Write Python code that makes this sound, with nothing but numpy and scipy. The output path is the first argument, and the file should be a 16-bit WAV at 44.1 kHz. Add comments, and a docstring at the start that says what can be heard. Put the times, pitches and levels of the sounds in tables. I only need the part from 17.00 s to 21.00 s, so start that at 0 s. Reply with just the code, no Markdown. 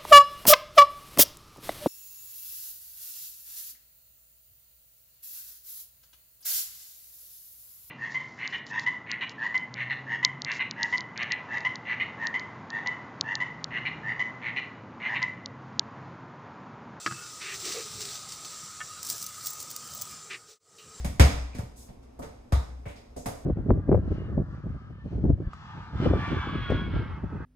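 """Outdoors, a plastic lid lands on a table and rings in its damped modes. A hand scrapes into a plastic
jar by stick-slip friction and digs in coarse salt, which rustles while the air in the jar resonates.
After a quick tap on the jar, the fingers sprinkle the salt onto spices in a bowl: clumps of tiny impacts
crackle. The hand scrapes the rim again, and near the end the sound fades out and back in. Steady hiss
and rumble lie under it all, coloured by a small microphone that resonates near 1.3 kHz."""
import sys
import numpy as np
from scipy import signal
from scipy.fft import rfft, irfft, next_fast_len
from scipy.io import wavfile
from scipy.ndimage import uniform_filter1d, map_coordinates

SR = 44100
rng = np.random.default_rng(int(sys.argv[2]) if len(sys.argv) > 2 else 0)


def master(y):
    """Save y as 16-bit WAV."""
    cut = np.clip(np.atleast_2d(y).T, -1, 1)
    pcm = np.round(cut * 32767)  # scale
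    wavfile.write(sys.argv[1], SR, pcm.astype(np.int16))


N = 176400

# clumps of salt landing (time [s], level [dB], relative level of the sparkle [dB])
CLUMPS = [(2.0295, -33, -11), (2.049, -32, -11), (2.066, -39, 3), (2.077, -42, 0), (2.0975, -45, -2),
          (2.1002, -21.5, -5), (2.108, -45, 11), (2.13, -43, -1), (2.161, -36, -2), (2.181, -37, -4),
          (2.199, -36, -13), (2.209, -47, 12), (2.2257, -29, 11), (2.241, -37, 10), (2.264, -31, -2),
          (2.287, -43, 4), (2.441, -40, 13), (2.459, -29.5, 8), (2.469, -25.5, 13), (2.477, -44, 19),
          (2.505, -39, 17.5), (2.533, -36.5, 12), (2.6022, -32.5, -3), (2.6127, -36, 6), (2.626, -35, 8),
          (2.703, -34.5, 11), (2.7125, -35, 13.5), (2.7626, -29.5, 0), (2.875, -40.5, 2), (2.936, -37, 10),
          (2.949, -43, 19), (2.966, -46, 12), (2.977, -40.5, 6), (3.013, -32.5, 4), (3.019, -31.5, 17),
          (3.11, -40.5, 1)]
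# loose grains falling between the clumps (time [s], level [dB])
TRICKLE = [(2, -77), (2.05, -45), (2.115, -39), (2.17, -46.5), (2.23, -45.5), (2.31, -55.5), (2.42, -52),
           (2.47, -43.5), (2.53, -53.5), (2.62, -48.5), (2.68, -58), (2.82, -56.5), (2.93, -53.5),
           (3.02, -49.5), (3.07, -55.5), (3.14, -57), (3.22, -90)]
# spectra of the coarse grains and of the finest (frequency [Hz], gain [dB])
SALT_SPECTRUM = [(200, -25.5), (1200, -24.5), (2900, -20), (3800, -9.5), (5200, 0), (6500, -1.5),
                 (7900, -1.5), (9500, -6), (12000, -10), (15500, -9)]
SPARKLE_SPECTRUM = [(200, -58), (5000, -55), (9500, -25.5), (13000, -13), (15300, 26)]
# resonances of the bowl (frequency [Hz], bandwidth [Hz], gain [dB])
BOWL_MODES = [(5230, 140, -29), (6030, 200, -1.5), (7580, 140, 6), (9400, 170, -13)]
def sprinkling():
    """Shot noise: each clump is one sharp impact and a spray of small ones that faintly ring the bowl."""
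    flow = level(TRICKLE) * amp(1.45 * wobble(70))
    ticks = amp(-3) * flow * grains(per_s=110)
    body, sparkle = np.zeros(N), np.zeros(N)
    for start, db, sparkle_db in CLUMPS:
        landing = amp(db) * burst(start, rise_s=0.00075, fall_s=0.0032)
        body += landing
        sparkle += amp(sparkle_db) * landing
        ticks[round(start * SR)] += amp(db + 10)  # the first grain to land
    clump_per_s, trickle_per_s = 6000, 4000
    coarse = body * grains(clump_per_s) + flow * grains(trickle_per_s) + ticks
    fine = sparkle * grains(clump_per_s) + flow * grains(trickle_per_s) + ticks
    salt = coloured(coarse, SALT_SPECTRUM)
    pings = amp(-3) * flow * crystal_pings()
    bowl = amp(-20) * resonant(salt, BOWL_MODES)
    return salt + pings + bowl + amp(-10) * coloured(fine, SPARKLE_SPECTRUM)


GRAIN_SPREAD_DB = 3
def crystal_pings(per_s=170, centre_hz=7000, spread_octaves=0.36, decay_cycles=7):
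    """Free vibration: single crystals ring briefly at random times, each at its own pitch; rms 1."""
    count, samples = int(per_s * N / SR), np.arange(SR // 100)
    starts = rng.integers(0, N, (count, 1))
    pitch, size = rng.standard_normal((2, count, 1)).clip(-2, 2)
    cycles = centre_hz * 2 ** (spread_octaves * pitch) * samples / SR
    tones = amp(GRAIN_SPREAD_DB * size) * np.sin(2 * np.pi * cycles) * np.exp(-cycles / decay_cycles)
    return unit(np.bincount((starts + samples).ravel(), tones.ravel(), N)[:N])


# salt shifting as the hand digs and the jar tilts (time [s], level [dB])
RUSTLE = [(0, -50.5), (.4, -51), (.56, -41.5), (.63, -38.5), (.665, -36), (.73, -38), (.81, -39),
          (.86, -43.5), (.97, -43.5), (1.03, -40.5), (1.16, -39.5), (1.26, -52.5), (1.33, -42.5),
          (1.36, -49), (1.58, -45.5), (1.72, -52), (2, -51), (3.42, -74), (3.5, -36.5), (3.56, -42),
          (3.66, -67)]
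# crystals crunching under the fingers (time [s], level [dB])
CRUNCHES = [(.541, -35), (0.651, -32.5), (0.683, -38.5), (.722, -34.5), (1.004, -34.5), (1.016, -38.5),
            (1.052, -38), (1.152, -59), (1.288, -40.5), (1.321, -41.5), (1.447, -37)]
# spectrum of the salt in the jar (frequency [Hz], gain [dB])
RUSTLE_SPECTRUM = [(200, -21), (700, -17), (1500, -15), (2400, -8), (3200, -7.5), (3800, -0.5), (5000, 0),
                   (6200, 3), (7600, 0.5), (9500, -12), (13000, -23.5), (15500, -16.5)]
# a narrow gap in both rustle and hiss (frequency [Hz], bandwidth [Hz], gain [dB])
NOTCH = [(6644, 255, -16)]
def digging(grains_per_s=6500):
    """Granular noise: dense collisions round the fingers merge into a rustle with louder crunches."""
    rustle = level(RUSTLE) * amp(0.73 * wobble(46.5)) * grains(grains_per_s)
    squeezes = sum(amp(db) * burst(start, rise_s=0.00067, fall_s=0.015) for start, db in CRUNCHES)
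    crunch = squeezes * grains(grains_per_s)
    return peaked(coloured(rustle + crunch, RUSTLE_SPECTRUM), NOTCH)


# the lid landing and settling (time [s], lid level [dB], table level [dB])
LID_CONTACTS = [(0.0623, -17.5, -33), (0.0666, -32, -41), (0.0723, -24, -28.5), (0.1108, -31.5, -24.5),
                (.122, -30, -33)]
# modes of the lid and of the table (frequency [Hz], level [dB], 60 dB decay time [s])
LID_MODES = [(334, -22.5, 0.18), (1070, -12.5, 0.013), (1252, -24.5, 0.17), (1447, -15, 0.032),
             (1647, -10.5, 0.055), (1800, -27, 0.066), (2256, -12, 0.016), (2580, -35, 0.16),
             (3400, -30.5, 0.06), (4720, -16, 0.026)]
TABLE_MODES = [(134.3, -3, 0.2), (205, -7, 0.084), (336, -12, 0.03)]
# spectrum of the contact noise (frequency [Hz], gain [dB])
CRACK_SPECTRUM = [(30, -64), (100, -31), (400, -3), (750, -16.5), (1300, 1), (2500, -8.5), (3800, -14.5),
                  (5200, -7.5), (8000, -25.5), (15000, -44)]
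def lid_knocks(crack_db=-4.5, crack_t60_s=0.031, thump_rise_s=0.0093):
    """Impact excitation: each contact cracks and sets the modes of lid and table ringing."""
    t = np.arange(SR // 3) / SR
    ringing, crack = np.zeros(N), np.zeros(N)
    for start, db, table_db in LID_CONTACTS:
        decay = amp(db + crack_db - 60 * t / crack_t60_s)
        add_at(crack, start, decay * rng.standard_normal(len(t)))
        thump = ring(TABLE_MODES, t) * (1 - np.exp(-t / thump_rise_s))
        add_at(ringing, start, amp(db) * ring(LID_MODES, t) + amp(table_db) * thump)
    return ringing + coloured(crack, CRACK_SPECTRUM)


# the arm rubbing the jar (time [s], duration [s], level [dB], favoured frequency [Hz])
SCRAPES = [(0.412, 0.054, -40, 2630), (0.474, 0.065, -40, 1980), (0.644, 0.17, -48, 2230),
           (3.307, 0.047, -33.5, 2160)]
# resonances of the rubbed wall (frequency [Hz], bandwidth [Hz], gain [dB])
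WALL_MODES = [(394, 50, -1.5), (1870, 64, 3.5), (2025, 180, 0.5), (2290, 300, -1.5), (2475, 410, -1.5),
              (2650, 270, -4.5), (3720, 880, 3.5), (5300, 1430, 7)]
def rim_scrapes(slips_per_s=430, rise_s=0.0055, fall_s=0.011, spread_octaves=0.58):
    """Stick-slip friction: skin drives the wall unevenly; the contact point picks the strongest modes."""
    t, out = clock(), np.zeros(N)
    slip_count = np.floor(np.cumsum(slips_per_s * np.exp(0.4 * wobble(200))) / SR)
    slips = unit(np.diff(slip_count, prepend=0) * amp(2 * rng.standard_normal(N)))
    friction = unit(slips + 0.66 * rng.standard_normal(N))
    for start, length, db, favoured_hz in SCRAPES:
        stroke = np.exp(-np.maximum((start - t) / rise_s, (t - start - length) / fall_s).clip(0, 60))
        wall = []
        for hz, width, gain_db in WALL_MODES:
            loss_db = 10 * (np.log2(hz / favoured_hz) / spread_octaves) ** 2 if hz > 1000 else 0
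            wall.append((hz, width, gain_db - loss_db))
        out += resonant(amp(db) * stroke * friction, wall)
    return lowpass(out, hz=7000)


# booms of the air in the jar (peak time [s], half-width [s], frequency [Hz], level [dB])
BOOMS = [(0.612, 0.18, 390, -58), (0.68, 0.049, 374, -43.5), (0.777, 0.054, 457, -38.5),
         (0.865, 0.044, 442, -53.5), (1.02, 0.14, 418, -53.5), (3.517, 0.066, 436, -46.5),
         (3.715, 0.52, 441, -53)]
def jar_air(bandwidth_hz=25):
    """Cavity resonance: the jar's hollow note, pitched by how far the hand blocks the mouth."""
    out = np.zeros(N)
    for peak, half_width, hz, db in BOOMS:
        envelope = swell(peak, half_width) ** 2
        note = envelope * noise_band(hz, bandwidth_hz)
        out += amp(db) * unit(note) * np.sqrt(np.mean(envelope ** 2))
    return out


# the hand tapping the jar (time [s], level [dB])
TAPS = [(1.8039, -34), (1.8087, -41), (1.8119, -32.5)]
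# modes of the tapped wall (frequency [Hz], level [dB], 60 dB decay time [s])
JAR_MODES = [(1034, -12.5, 0.022), (1246, -6, 0.047), (1465, -6, .06), (1772, 0.5, 0.071),
             (2190, -6.5, .05), (2820, -7.5, .04), (3270, -5, 0.036)]
def jar_taps(rise_s=0.00043):
    """Modal ringing: light blows a few milliseconds apart excite only the jar's wall."""
    out, t = np.zeros(N), np.arange(SR // 4) / SR
    for start, db in TAPS:
        add_at(out, start, amp(db) * ring(JAR_MODES, t) * (1 - np.exp(-t / rise_s)))
    return out


# soft bumps on the table (peak time [s], half-width [s], level [dB])
BUMPS = [(0.57, 0.043, -57.5), (0.956, 0.073, -52.5), (1.28, 0.098, -55), (2.925, 0.011, -57.5),
         (3.125, .02, -54.5), (3.88, 0.035, -47.5), (3.961, 0.015, -50.5)]
# spectrum of both the bumps and the outdoor rumble (frequency [Hz], gain [dB])
RUMBLE_SPECTRUM = [(20, -29), (38, -14), (60, -5), (115, 3), (170, -1.5), (260, -9.5), (500, -18.5),
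                   (2000, -60)]
def table_bumps():
    """Structure-borne sound: dull bumps pass through the table as swells of low noise."""
    bumps = sum(amp(db) * swell(peak, half_width) for peak, half_width, db in BUMPS)
    return bumps * coloured(rng.standard_normal(N), RUMBLE_SPECTRUM)


# bands of a short puff of hiss (frequency [Hz], bandwidth [Hz], gain [dB])
PUFF_BANDS = [(2870, 360, 5), (3800, 370, -2)]
def hiss_puff():
    """Band-limited noise: a short puff of hiss near 3 kHz as the sound fades back in."""
    envelope = amp(-41.5) * burst(3.784, rise_s=0.00067, fall_s=0.04)
    return resonant(envelope * rng.standard_normal(N), PUFF_BANDS)


# faint far-off notes (peak time [s], half-width [s], frequency [Hz], level [dB])
CHIRPS = [(0.14, 0.13, 2620, -53.5), (0.234, 0.06, 1432, -50), (1.136, 0.029, 810, -61),
          (1.265, 0.029, 783, -58.5), (1.977, 0.022, 1434, -56)]
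def distant_chirps(bandwidth_hz=26):
    """Narrow-band noise: each short swell is heard as a thin, smeared note."""
    return sum(amp(db) * swell(peak, half_width) * noise_band(hz, bandwidth_hz)
               for peak, half_width, hz, db in CHIRPS)


# spectrum of the hiss (frequency [Hz], gain [dB])
HISS_SPECTRUM = [(30, -21), (250, -10), (450, -6.5), (800, -8.5), (1400, -7), (2600, -11), (4000, -6),
                 (5900, 0), (7500, 4), (8800, -5.5), (10300, -15), (13000, -27.5), (15500, -21)]
# a thin steady whine (frequency [Hz], bandwidth [Hz], gain [dB])
WHINE_BAND = [(1242, 51, 0)]
def background():
    """Ambient noise floor: broadband hiss and a narrow whine over a soft, uneven outdoor rumble."""
    hiss = amp(-45 + 0.067 * wobble(3.36)) * peaked(coloured(patchy_noise(), HISS_SPECTRUM), NOTCH)
    whine = amp(-60.5) * resonant(rng.standard_normal(N), WHINE_BAND)
    rumble = amp(-59 + 0.55 * wobble(5.5)) * coloured(patchy_noise(), RUMBLE_SPECTRUM)
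    return hiss + whine + rumble


def patchy_noise(depth_db=3, corner_hz=13500):
    """Random modulation: white noise swells in patches of time and frequency, less in the top treble."""
    hz, _, spectra = signal.stft(rng.standard_normal(N), SR, nperseg=1024)
    patches = uniform_filter1d(rng.standard_normal(spectra.shape), size=4, axis=0)
    patches = unit(uniform_filter1d(patches, size=9, axis=1))
    band_depth_db = depth_db / (1 + (hz[:, None] / corner_hz) ** 2)
    return unit(signal.istft(spectra * amp(band_depth_db * patches), nperseg=1024)[1][:N])


def amp(db):
    return 10 ** (np.asarray(db) / 20)


def unit(x):
    return x / np.sqrt(np.mean(x ** 2) + 1e-20)


def clock():
    return np.arange(N) / SR


def add_at(track, start_s, sound):
    track[round(start_s * SR):][:len(sound)] += sound


def level(points):
    """Gain per sample, interpolated between (time [s], level [dB]) points."""
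    return amp(np.interp(clock(), *np.transpose(points)))


def wobble(knots_per_s):
    """A smooth curve through random knots."""
    return map_coordinates(rng.standard_normal(1000), [clock() * knots_per_s], mode="wrap")


def swell(peak_s, half_width_s):
    """A Gaussian envelope, down to 1/e at one half-width from its peak."""
    return np.exp(-((clock() - peak_s) / half_width_s) ** 2)


def burst(start_s, rise_s, fall_s):
    """An envelope of exponential growth and decay."""
    t = clock() - start_s - rise_s
    return np.exp(-np.maximum(-2 * t / rise_s, t / fall_s).clip(0, 60))


def grains(per_s):
    """A Poisson process: tiny impacts of random time, size and sign; rms 1."""
    size = amp(GRAIN_SPREAD_DB * rng.standard_normal(N).clip(-2, 2))
    sign = rng.choice([-1, 1], N)
    return unit(size * sign * (rng.random(N) < per_s / SR))


def ring(modes, t):
    """Superposition of damped modes, a little different at every blow."""
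    out = np.zeros(len(t))
    for hz, db, t60 in modes:
        decay = amp(db + rng.normal(0, 0.5) - 60 * t / t60)
        out += decay * np.sin(2 * np.pi * hz * (1 + rng.normal(0, 0.01)) * t)
    return out


def filtered(x, response):
    """Convolution theorem: the spectrum of x is multiplied by a frequency response."""
    size = 2 * next_fast_len(N * 2 // 3)
    return irfft(rfft(x, size) * response(np.fft.rfftfreq(size, 1 / SR)), size)[..., :N]


def minimum_phase(gain_db):
    """The causal response with this gain, by folding the cepstrum."""
    cepstrum = irfft(np.log(amp(gain_db)))
    half = len(cepstrum) // 2
    cepstrum[1:half] *= 2
    cepstrum[half + 1:] = 0
    return np.exp(rfft(cepstrum))


def coloured(x, spectrum):
    """Spectral shaping that keeps the power of white noise."""
    hz, db = np.transpose(spectrum)
    def response(f):
        gain = minimum_phase(np.interp(np.log(f + 1), np.log(hz), db))
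        return gain / np.sqrt(np.mean(abs(gain) ** 2))
    return filtered(x, response)


def resonant(x, modes):
    """Parallel second-order resonators that keep the power of white noise."""
    def response(f):
        gain = sum(amp(db) * 1j * f * width / (hz * hz - f * f + 1j * f * width)
                   for hz, width, db in modes)
        return gain / np.sqrt(np.mean(abs(gain) ** 2))
    return filtered(x, response)


def noise_band(hz, bandwidth_hz):
    return resonant(rng.standard_normal(N), [(hz, bandwidth_hz, 0)])


def peaked(x, bands):
    """Bell-shaped boosts or cuts on an otherwise flat response."""
    def response(f):
        return minimum_phase(sum(db / (1 + (2 * (f - hz) / width) ** 2) for hz, width, db in bands))
    return filtered(x, response)


def lowpass(x, hz):
    return signal.sosfilt(signal.butter(3, hz, fs=SR, output="sos"), x)


def scene(scatter_db=-12, scatter_t60_s=0.061):
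    """Superposition: close, central sources, their short scatter off the table, and the background."""
    near = lid_knocks() + jar_taps() + hiss_puff() + table_bumps()
    near += rim_scrapes() + digging() + jar_air() + sprinkling()
    t = np.arange(SR // 4) / SR
    tail = rng.standard_normal(len(t)) * amp(-60 * t / scatter_t60_s) * (t > 0.002)
    scatter = amp(scatter_db) * signal.fftconvolve(near, tail / np.linalg.norm(tail))[:N]
    mid = near + scatter + background() + distant_chirps()
    side = amp(-26) * lowpass(background(), hz=2200)  # a faint low noise differs between left and right
    return np.array([mid + side, mid - side])


# resonances of the small microphone (frequency [Hz], bandwidth [Hz], gain [dB])
MICROPHONE_PEAKS = [(1283, 183, 8.5), (15100, 730, 10.5)]
def record(dry):
    """Transducer response: resonant peaks and band limits, with a linear fade out and back in."""
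    low_cut_hz, top_hz = 58, 15560
    quietest_s, fade_out_s, fade_in_s = 3.591, 0.46, 0.67
    low_cut = signal.butter(2, low_cut_hz, "high", fs=SR, output="sos")
    heard = signal.sosfilt(low_cut, peaked(dry, MICROPHONE_PEAKS))
    t = clock() - quietest_s
    fade = np.clip(np.maximum(-t / fade_out_s, t / fade_in_s), 0.004, 1)
    return filtered(fade * heard, lambda hz: hz < top_hz)


dry = scene()
out = record(dry)
master(out)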